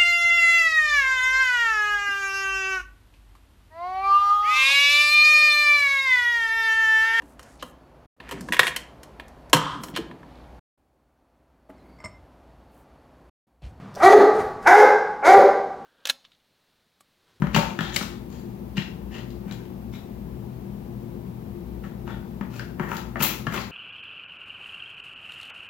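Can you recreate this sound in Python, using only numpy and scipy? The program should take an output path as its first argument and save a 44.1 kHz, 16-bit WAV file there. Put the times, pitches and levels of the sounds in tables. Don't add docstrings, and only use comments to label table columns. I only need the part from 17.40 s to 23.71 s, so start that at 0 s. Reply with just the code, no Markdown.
import sys
import numpy as np
from scipy import signal
from scipy.fft import rfft, irfft, next_fast_len
from scipy.io import wavfile

SR = 44100
rng = np.random.default_rng(int(sys.argv[2]) if len(sys.argv) > 2 else 0)


def transcribe(signal):
    frames = np.atleast_2d(signal).T
    limited = np.clip(frames, -1, 1)
    pcm = np.round(limited * 32767).astype(np.int16)
    wavfile.write(sys.argv[1], SR, pcm)


N = 278269
T = np.arange(N) / SR
SIDES = np.array([[1], [-1]])

# pitch_hz, level_db, waver_share
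MOTOR_HUM = [(59.84, -44, 0.81), (121.3, -43, 0.82), (161.6, -52, 1), (201.6, -45.5, 0.58),
             (240.3, -48, 0.1), (349.5, -47, 0.98)]
# frequency_hz, density_db
NOISE_BED = [(22, -92), (58, -65), (88, -66.5), (130, -68), (200, -58), (280, -70.5), (380, -69.5),
             (600, -81.5), (880, -83), (1400, -95.5), (2600, -99), (8500, -111), (12000, -104),
             (15000, -101)]
# frequency_hz, left_minus_right_db
APPLIANCE_PAN = [(60, 12.5), (200, 5.6), (700, 13.7), (1300, 8.8), (2400, 1.4), (15000, 2.3)]
# frequency_hz, left_minus_right_db
BIN_BALANCE = [(60, 8.5), (200, 5.5), (700, 13), (1300, 10), (2400, 4), (4400, 16), (8000, 10.5),
               (15000, 10.5)]
# frequency_hz, t60_s, wet_db
REVERB = [(148, 0.24, -1.5), (477, 0.5, -0.5), (1037, 0.51, 1), (2824, 0.4, 3.5), (7360, 0.42, 0.5),
          (15100, 0.33, 1.5)]
# frequency_hz, gain_db
SHELL_EQ = [(50, -63), (160, 13), (330, 1), (450, -4), (650, 1), (1000, 0), (1700, -2), (2200, -6),
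            (2800, -6), (3800, -12.5), (5500, -13.5), (7300, -9), (8400, -22.5), (11000, -11.5),
            (15000, -5)]
# pitch_hz, gain_db, t60_s
PANEL_MODES = [(330, -20, 0.14), (510, 1.5, 0.073), (584, 5.5, 0.13), (700, -20, 0.11), (910, 1, 0.12),
               (1046, -9.5, 0.024), (1340, -16, 0.114), (1470, -4.5, 0.076), (4800, -17.5, 0.059)]
# peak_s, swell_s, level_db, pitch_hz, width_hz, glide_hz_per_s
CLAW_SQUEAKS = [(1.9056, 0.0012, -54, 4600, 591, 0), (1.959, 0.0022, -64, 4450, 505, 0),
                (2.538, .008, -58, 5670, 400, 0), (2.541, .01, -60, 2210, 200, 0),
                (2.562, 0.014, -54, 3780, 450, 1500), (4.715, 0.022, -55.5, 3510, 547, 1500),
                (4.73, .022, -56, 1820, 158, -2000), (5.868, .026, -40, 2440, 550, -1500),
                (6.206, .006, -47, 4865, 697, 0)]
# start_s, length_s, level_db, top_db
CLAW_SNAPS = [(0.5604, 0.0037, -31, -8), (0.563, 0.005, -28.5, -2), (0.57, .007, -43, -11),
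              (5.8235, 0.0075, -36, 9.5)]
# pitch_hz, width_hz, gain_db
RIM_RINGS = [(2110, 230, -3), (3040, 210, -3), (4560, 280, 0.5), (3900, 790, -9), (7300, 930, -12),
             (11900, 1800, -15)]
# frequency_hz, boost_db
RASP_BOOST = [(1300, 9.5), (2600, 10.5), (3700, 10.5), (6800, 11.5)]
# peak_s, rise_s, fall_s, level_db, hardness_db, top_db, low_hz, high_hz
CLAW_STROKES = [(.170, 0.024, 0.074, -37, 5.5, -16, 935, 2430),
                (0.428, 0.025, 0.17, -45, 6.5, -19, 1810, 3570),
                (0.548, 0.0091, 0.024, -43.5, 11, -4, 2980, 7000),
                (0.952, 0.034, 0.083, -59, 2.5, -8, 4500, 6740),
                (1.381, 0.011, 0.032, -39.5, 10, -31, 1880, 2720),
                (1.755, 0.023, 0.036, -45.5, 4, -17, 1920, 2730),
                (2.108, 0.025, 0.047, -51, 0, -14, 1570, 2310),
                (2.535, 0.0069, 0.035, -51, 3.5, -5.5, 2260, 3530),
                (4.447, 0.008, 0.024, -49, -3.5, -20, 1320, 1900),
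                (4.695, 0.02, 0.05, -46, -7.5, -20, 1500, 3580),
                (5.168, 0.043, 0.059, -55, 6.5, -5, 1350, 2540),
                (5.44, 0.029, 0.065, -43, -11, -12, 1100, 1830),
                (5.535, 0.03, 0.039, -40.5, -4, -9.5, 920, 1310),
                (5.812, 0.013, 0.033, -35.5, 0.5, -4.5, 1250, 2627),
                (5.827, 0.004, 0.022, -35.5, 11, 13, 1190, 2780),
                (5.862, 0.021, 0.042, -37, 8, -17, 2570, 5830),
                (6.145, 0.021, 0.022, -37.5, -1, -11.5, 1220, 2100),
                (6.193, 0.02, 0.029, -44, 10, -10, 2070, 4330)]
# start_s, level_db, hardness_db, body_db, low_hz, mid_hz, high_hz, boost_db, thump_hz, thump_db
PAW_HITS = [(0.02, -31.5, -5.5, 1, 1000, 1370, 1570, 10, 172.3, -8.5),
            (.04, -33, -14, -1, 600, 940, 3840, 7.8, 163, -11.5),
            (0.069, -37, -4, 3, 605, 1350, 1990, 9.7, 177, -40),
            (0.1455, -26, 5, -10, 1050, 1880, 2680, 12, 182, -12.5),
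            (0.148, -25, 5, 0.5, 1035, 2850, 4430, 13.2, 170, -27),
            (.162, -21.5, 5.5, 7.5, 900, 1090, 1450, 7.6, 163.6, -19),
            (.1678, -27, 2, 5.5, 690, 1000, 2400, 3.6, 155.6, -10),
            (0.173, -26.5, -3, 7, 576, 696, 1410, 4.5, 131, -21),
            (0.177, -31, -8, 11, 640, 1000, 1700, 7.7, 161, -44),
            (0.186, -33.5, -1, 11, 580, 700, 2450, 7.9, 160, -15),
            (0.195, -37, 1, 2, 717, 980, 2500, 6, 165.4, -42),
            (.222, -36, -2, 2, 700, 960, 2560, 6, 164, -35),
            (0.3889, -26, -4.5, -14, 1520, 1710, 3500, 9.9, 174.5, -17),
            (.407, -27.5, -0.5, -4, 676, 1760, 3400, 8, 169.5, -17.5),
            (0.546, -41, 8, -4, 1900, 2400, 2980, 9, 170, -41),
            (0.5628, -39.5, 18, 12, 650, 1100, 4600, 4.4, 169, -50),
            (.607, -39, 0, 4.5, 800, 1170, 1900, 8, 184, -50),
            (0.6112, -32.5, -7, -3, 1090, 1380, 1810, 7.3, 183, -40),
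            (.626, -37, 11, -4, 940, 1420, 2100, 6.1, 185, -42),
            (1.369, -40.5, 7.5, -5, 1510, 1970, 3420, 8, 195, -29),
            (1.378, -38, 4, -7, 1850, 2430, 2900, 15, 172, -13.5),
            (1.904, -63, 18.5, -6, 2500, 4520, 4830, 7, 172, -55),
            (1.956, -70, 4, -6, 2500, 4300, 4700, 8, 170, -60),
            (2.111, -43.5, 6.5, -16, 1520, 2400, 3970, 12.4, 180, -27),
            (2.123, -50, 13, -5, 1600, 2300, 7000, 7.6, 180, -36),
            (2.2524, -56, 4, 0, 1050, 2000, 3000, 6.6, 180, -54),
            (4.0594, -61, -12.5, 6, 800, 1120, 1595, 6, 178, -38),
            (4.439, -48.5, -5, -1, 1300, 1900, 2720, 9.4, 170, -52),
            (4.676, -39.5, -7, 6, 920, 1650, 2730, 6.9, 179, -32),
            (5.010, -35, -10, 2.5, 870, 1280, 1600, 6.5, 191, -18.5),
            (5.194, -36, 0, -4, 1130, 1550, 4860, 13.8, 181, -38),
            (5.207, -43.5, -19, 2, 1160, 1570, 2720, 7, 187, -44),
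            (5.3961, -26.5, -13, -4, 900, 1140, 1710, 8.4, 362, -26),
            (5.403, -44, -19, 1, 590, 1070, 2700, 7.4, 165, -19.5),
            (5.5154, -29.5, -9.5, -8, 1000, 1370, 2820, 11, 182, -30),
            (5.567, -42.5, 16, -10, 4540, 5950, 7000, 1, 170, -56),
            (5.5798, -39, 2, -6, 1450, 4500, 7000, 3.7, 170, -59),
            (5.757, -31, -16, 4.5, 630, 1170, 1930, 11.6, 186, -23.5),
            (5.769, -37, -7, -1, 680, 1240, 1950, 14, 183, -39),
            (5.803, -33.5, 1, -5, 1250, 2100, 2770, 12, 167, -19.5),
            (5.8245, -32, 0, -12, 700, 1200, 1600, 5.8, 150, -23),
            (5.868, -36, 5, -15, 1300, 2700, 4200, 6.7, 185, -45),
            (5.891, -36, 9, -14, 1100, 1430, 2770, 5.5, 185, -45),
            (6.067, -27.5, -6.5, 4, 1190, 1746, 2840, 9.3, 168, -31),
            (6.07, -28, -11, -2, 630, 1190, 1730, 6.9, 114, -16),
            (6.08, -40, -7, 10, 1000, 1720, 2800, 4.8, 113, -30),
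            (6.147, -34.5, 1, -1, 560, 1260, 2030, 9.2, 183, -34),
            (6.162, -35, 5, 9, 1270, 2040, 2700, 6, 180, -47),
            (6.176, -32, -1, -6, 1080, 2030, 2580, 13.7, 180, -50)]


def undb(db):
    return 10 ** (np.asarray(db) / 20)


def along(points, hz):
    f, value = np.transpose(points)
    return np.interp(np.log(np.maximum(hz, 1)), np.log(f), value)


def bins(size):
    return np.fft.rfftfreq(size, 1 / SR)


def eq(x, db_at):
    size = 2 * next_fast_len(x.shape[-1])
    cepstrum = irfft(np.log(undb(db_at(bins(size)))))
    cepstrum[1:size // 2] *= 2
    cepstrum[size // 2 + 1:] = 0
    return irfft(rfft(x, size) * np.exp(rfft(cepstrum)))[..., :x.shape[-1]]


def pan(pair, points):
    return np.array([eq(channel, lambda f: 20 * np.log10(2 / (1 + undb(-side * along(points, f)))))
                     for channel, side in zip(pair, (1, -1))])


def add(track, start_s, x):
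    i = max(int(start_s * SR), 0)
    track[..., i:i + x.shape[-1]] += x[..., :max(N - i, 0)]


def fade(t, t60):
    return np.exp(-np.log(1000) * t / t60)


def waver(rate_hz, t=T):
    knots = rng.standard_normal(512)
    return np.interp((t - t[0]) * rate_hz, np.arange(len(knots)), knots)


def even_out(burst):
    power = np.abs(rfft(burst)) ** 2
    burst = eq(burst, lambda f: -10 * np.log10(np.interp(f, bins(len(burst)), power) + power.mean() * .7))
    return burst / np.linalg.norm(burst)


def appliance(waver_hz=18):
    hum = np.zeros(N)
    for hz, db, share in MOTOR_HUM:
        steady = np.sqrt(2 * (1 - min(share, 1) ** 2))
        drift = share * (waver(waver_hz) + 1j * waver(waver_hz))
        hum += undb(db) * np.real((steady + drift) * np.exp(2j * np.pi * hz * T))
    mid, side = rng.standard_normal((2, N)) * np.sqrt(SR / 2)
    side = eq(side, lambda f: along([(150, -15), (600, -5), (1200, 0)], f))
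    return hum + eq(mid + SIDES * side, lambda f: along(NOISE_BED, f))


def room(direct, send, build_s=0.00074, wide_hz=700, left_lag_samples=2):
    t = T[:SR * 3 // 4]
    f = bins(len(t))
    mid, side = rfft(rng.standard_normal((2, len(t))))
    noise = mid + SIDES * side * np.minimum(f / wide_hz, 1)
    response = np.zeros((2, len(t)))
    room_hz, t60s, wet_dbs = np.transpose(REVERB)
    for hz in 62.5 * 2 ** np.arange(9):
        t60, wet_db = (np.interp(np.log(hz), np.log(room_hz), column) for column in (t60s, wet_dbs))
        octave = (f >= hz / np.sqrt(2)) & (f < hz * np.sqrt(2))
        tail = irfft(noise * octave, len(t)) * fade(t, t60) * (1 - np.exp(-t / build_s))
        tail /= np.linalg.norm(tail, axis=1, keepdims=True)
        response += tail * np.sqrt(octave.mean()) * undb(wet_db)
    reverb = signal.fftconvolve(send[None], response, axes=1)[:, :N]
    return np.array([np.roll(direct, left_lag_samples), direct]) + reverb


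def squeaks():
    out = np.zeros(N)
    t = T[:SR // 4] - T[SR // 8]
    for peak_s, swell_s, db, hz, width_hz, glide in CLAW_SQUEAKS:
        grit = waver(width_hz, t) + 1j * waver(width_hz, t)
        tone = np.exp(2j * np.pi * (hz + glide * t / 2) * t)
        swell = np.exp(-(t / swell_s) ** 2 / 2)
        add(out, peak_s + t[0], undb(db) * swell * (grit * tone).real)
    return out


def snaps(drive_db=50, send_db=-5.5, room_blur=3.3):
    out = np.zeros((2, N))

    def rings_db(f, blur):
        return 10 * np.log10(sum(undb(db) ** 2 / blur / (1 + (2 * (f - hz) / (width * blur)) ** 2)
                                 for hz, width, db in RIM_RINGS))
    for start_s, length_s, db, top_db in CLAW_SNAPS:
        slips = even_out(rng.standard_normal(SR // 8) * (T[:SR // 8] < length_s))
        tone = [(400, -18), (1800, 1), (5000, -7.5), (12000, top_db)]
        crack = undb(db + drive_db) * eq(slips, lambda f: along(tone, f))
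        add(out[0], start_s, eq(crack, lambda f: rings_db(f, 1)))
        add(out[1], start_s, undb(send_db) * eq(crack, lambda f: rings_db(f, room_blur)))
    return out


def contact(force, body_db, hard_db, top_db, resonances, width_octaves, knee_share):
    knee_db = hard_db + knee_share * (top_db - hard_db)
    bass_db = -2.9 * max(hard_db - 5.5, 0)
    tone = [(180, bass_db), (300, 0), (600, body_db), (1100, 0), (2000, 0),
            (3900, hard_db), (8500, knee_db), (14500, top_db)]

    def gain_db(f, height, octaves):
        peaks = sum(height * db / (1 + (np.log2(np.maximum(f, 1) / hz) / octaves) ** 2)
                    for hz, db in resonances)
        return along(tone, f) + peaks
    direct = eq(force, lambda f: gain_db(f, 1, width_octaves))
    send = eq(force, lambda f: gain_db(f, 0.6, 1.62 * width_octaves))
    return np.array([direct, send])


def scrapes(slips_per_s=2600, grain_db=1.5, judder_hz=170, judder_db=4.5, drive_db=11):
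    force = np.zeros((2, N))
    lead_s = 1 / 6
    t = T[:SR // 2] - lead_s
    for peak_s, rise_s, fall_s, db, hard_db, top_db, low_hz, high_hz in CLAW_STROKES:
        slipping = rng.random(len(t)) < slips_per_s / SR
        slips = slipping * undb(grain_db * rng.standard_normal(len(t))) * rng.choice([-1, 1], len(t))
        swell = np.where(t < 0, np.exp(-(t / rise_s) ** 2 / 2), np.exp(-np.abs(t) / fall_s))
        judder = undb(judder_db * waver(judder_hz, t))
        pressure = swell * judder / np.sqrt(np.mean(judder ** 2))
        drag = pressure * slips / slips.std()
        resonances = [(hz, along(RASP_BOOST, hz)) for hz in (low_hz, high_hz)]
        rasp = contact(drag, 0, hard_db, top_db, resonances, width_octaves=.09, knee_share=.45)
        add(force, peak_s - lead_s, undb(db + drive_db) * rasp)
    return force


def chatter(rattle_s=0.0025, rattle_gain=3.45):
    t = T[:SR // 8]
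    blow = rng.standard_normal(len(t)) * np.exp(-(t / rattle_s) ** 2 / 2)
    blow *= rattle_gain / np.linalg.norm(blow)
    blow[0] += 1
    return even_out(blow)


def pats(drive_db=33, shudder_hz=64, wall_rise_s=0.0016, thump_direct_db=1.5, thump_send_db=-0.5):
    force, thump = np.zeros((2, N)), np.zeros(N)
    t = T[:SR // 3]
    shudder = undb(-25) * np.sin(2 * np.pi * shudder_hz * t) * fade(t, t60=0.63)
    wall_eq = [(30, -20), (120, -1.5), (300, 1.0), (1000, -8.5)]
    for start_s, db, hard_db, body_db, *spot_hz, boost_db, thump_hz, thump_db in PAW_HITS:
        top_db = -18 + 1.12 * hard_db
        resonances = [(hz, boost_db) for hz in spot_hz]
        knock = contact(chatter(), body_db, hard_db, top_db, resonances, width_octaves=.11, knee_share=.55)
        add(force, start_s, undb(db + drive_db) * knock)
        swing = np.sin(2 * np.pi * thump_hz * t) * fade(t, t60=0.073) * (1 - np.exp(-t / wall_rise_s))
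        swing = eq(swing, lambda f: along(wall_eq, f))
        add(thump, start_s, undb(thump_db) * (swing + shudder))
    return force, np.outer(undb([thump_direct_db, thump_send_db]), thump)


def plastic_bin(force, delay_at_1khz_s=0.001219):
    t = T[:SR // 2]
    response = sum(undb(db) * 2 * np.log(1000) / (t60 * SR) * np.sin(2 * np.pi * hz * t) * fade(t, t60)
                   for hz, db, t60 in PANEL_MODES)
    response[0] += 1
    lag_phase = 4 * np.pi * delay_at_1khz_s * np.sqrt(1000 * bins(len(t)))
    response = irfft(rfft(response) * np.exp(-1j * lag_phase), len(t))[:SR // 3]
    ringing = signal.fftconvolve(force, response[None], axes=1)[:, :N]
    return eq(ringing, lambda f: along(SHELL_EQ, f))


def scene(bed_lag_samples=18):
    blows, thump = pats()
    direct, send = plastic_bin(blows + scrapes()) + thump + snaps() + squeaks()
    left, right = pan(appliance(), APPLIANCE_PAN)
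    bed = np.array([left, np.roll(right, bed_lag_samples)])
    return bed + pan(room(direct, send), BIN_BALANCE)


def record(dry, top_hz=15850):
    return signal.sosfilt(signal.ellip(10, .2, 80, top_hz, fs=SR, output="sos"), dry)


dry = scene()
out = record(dry)
transcribe(out)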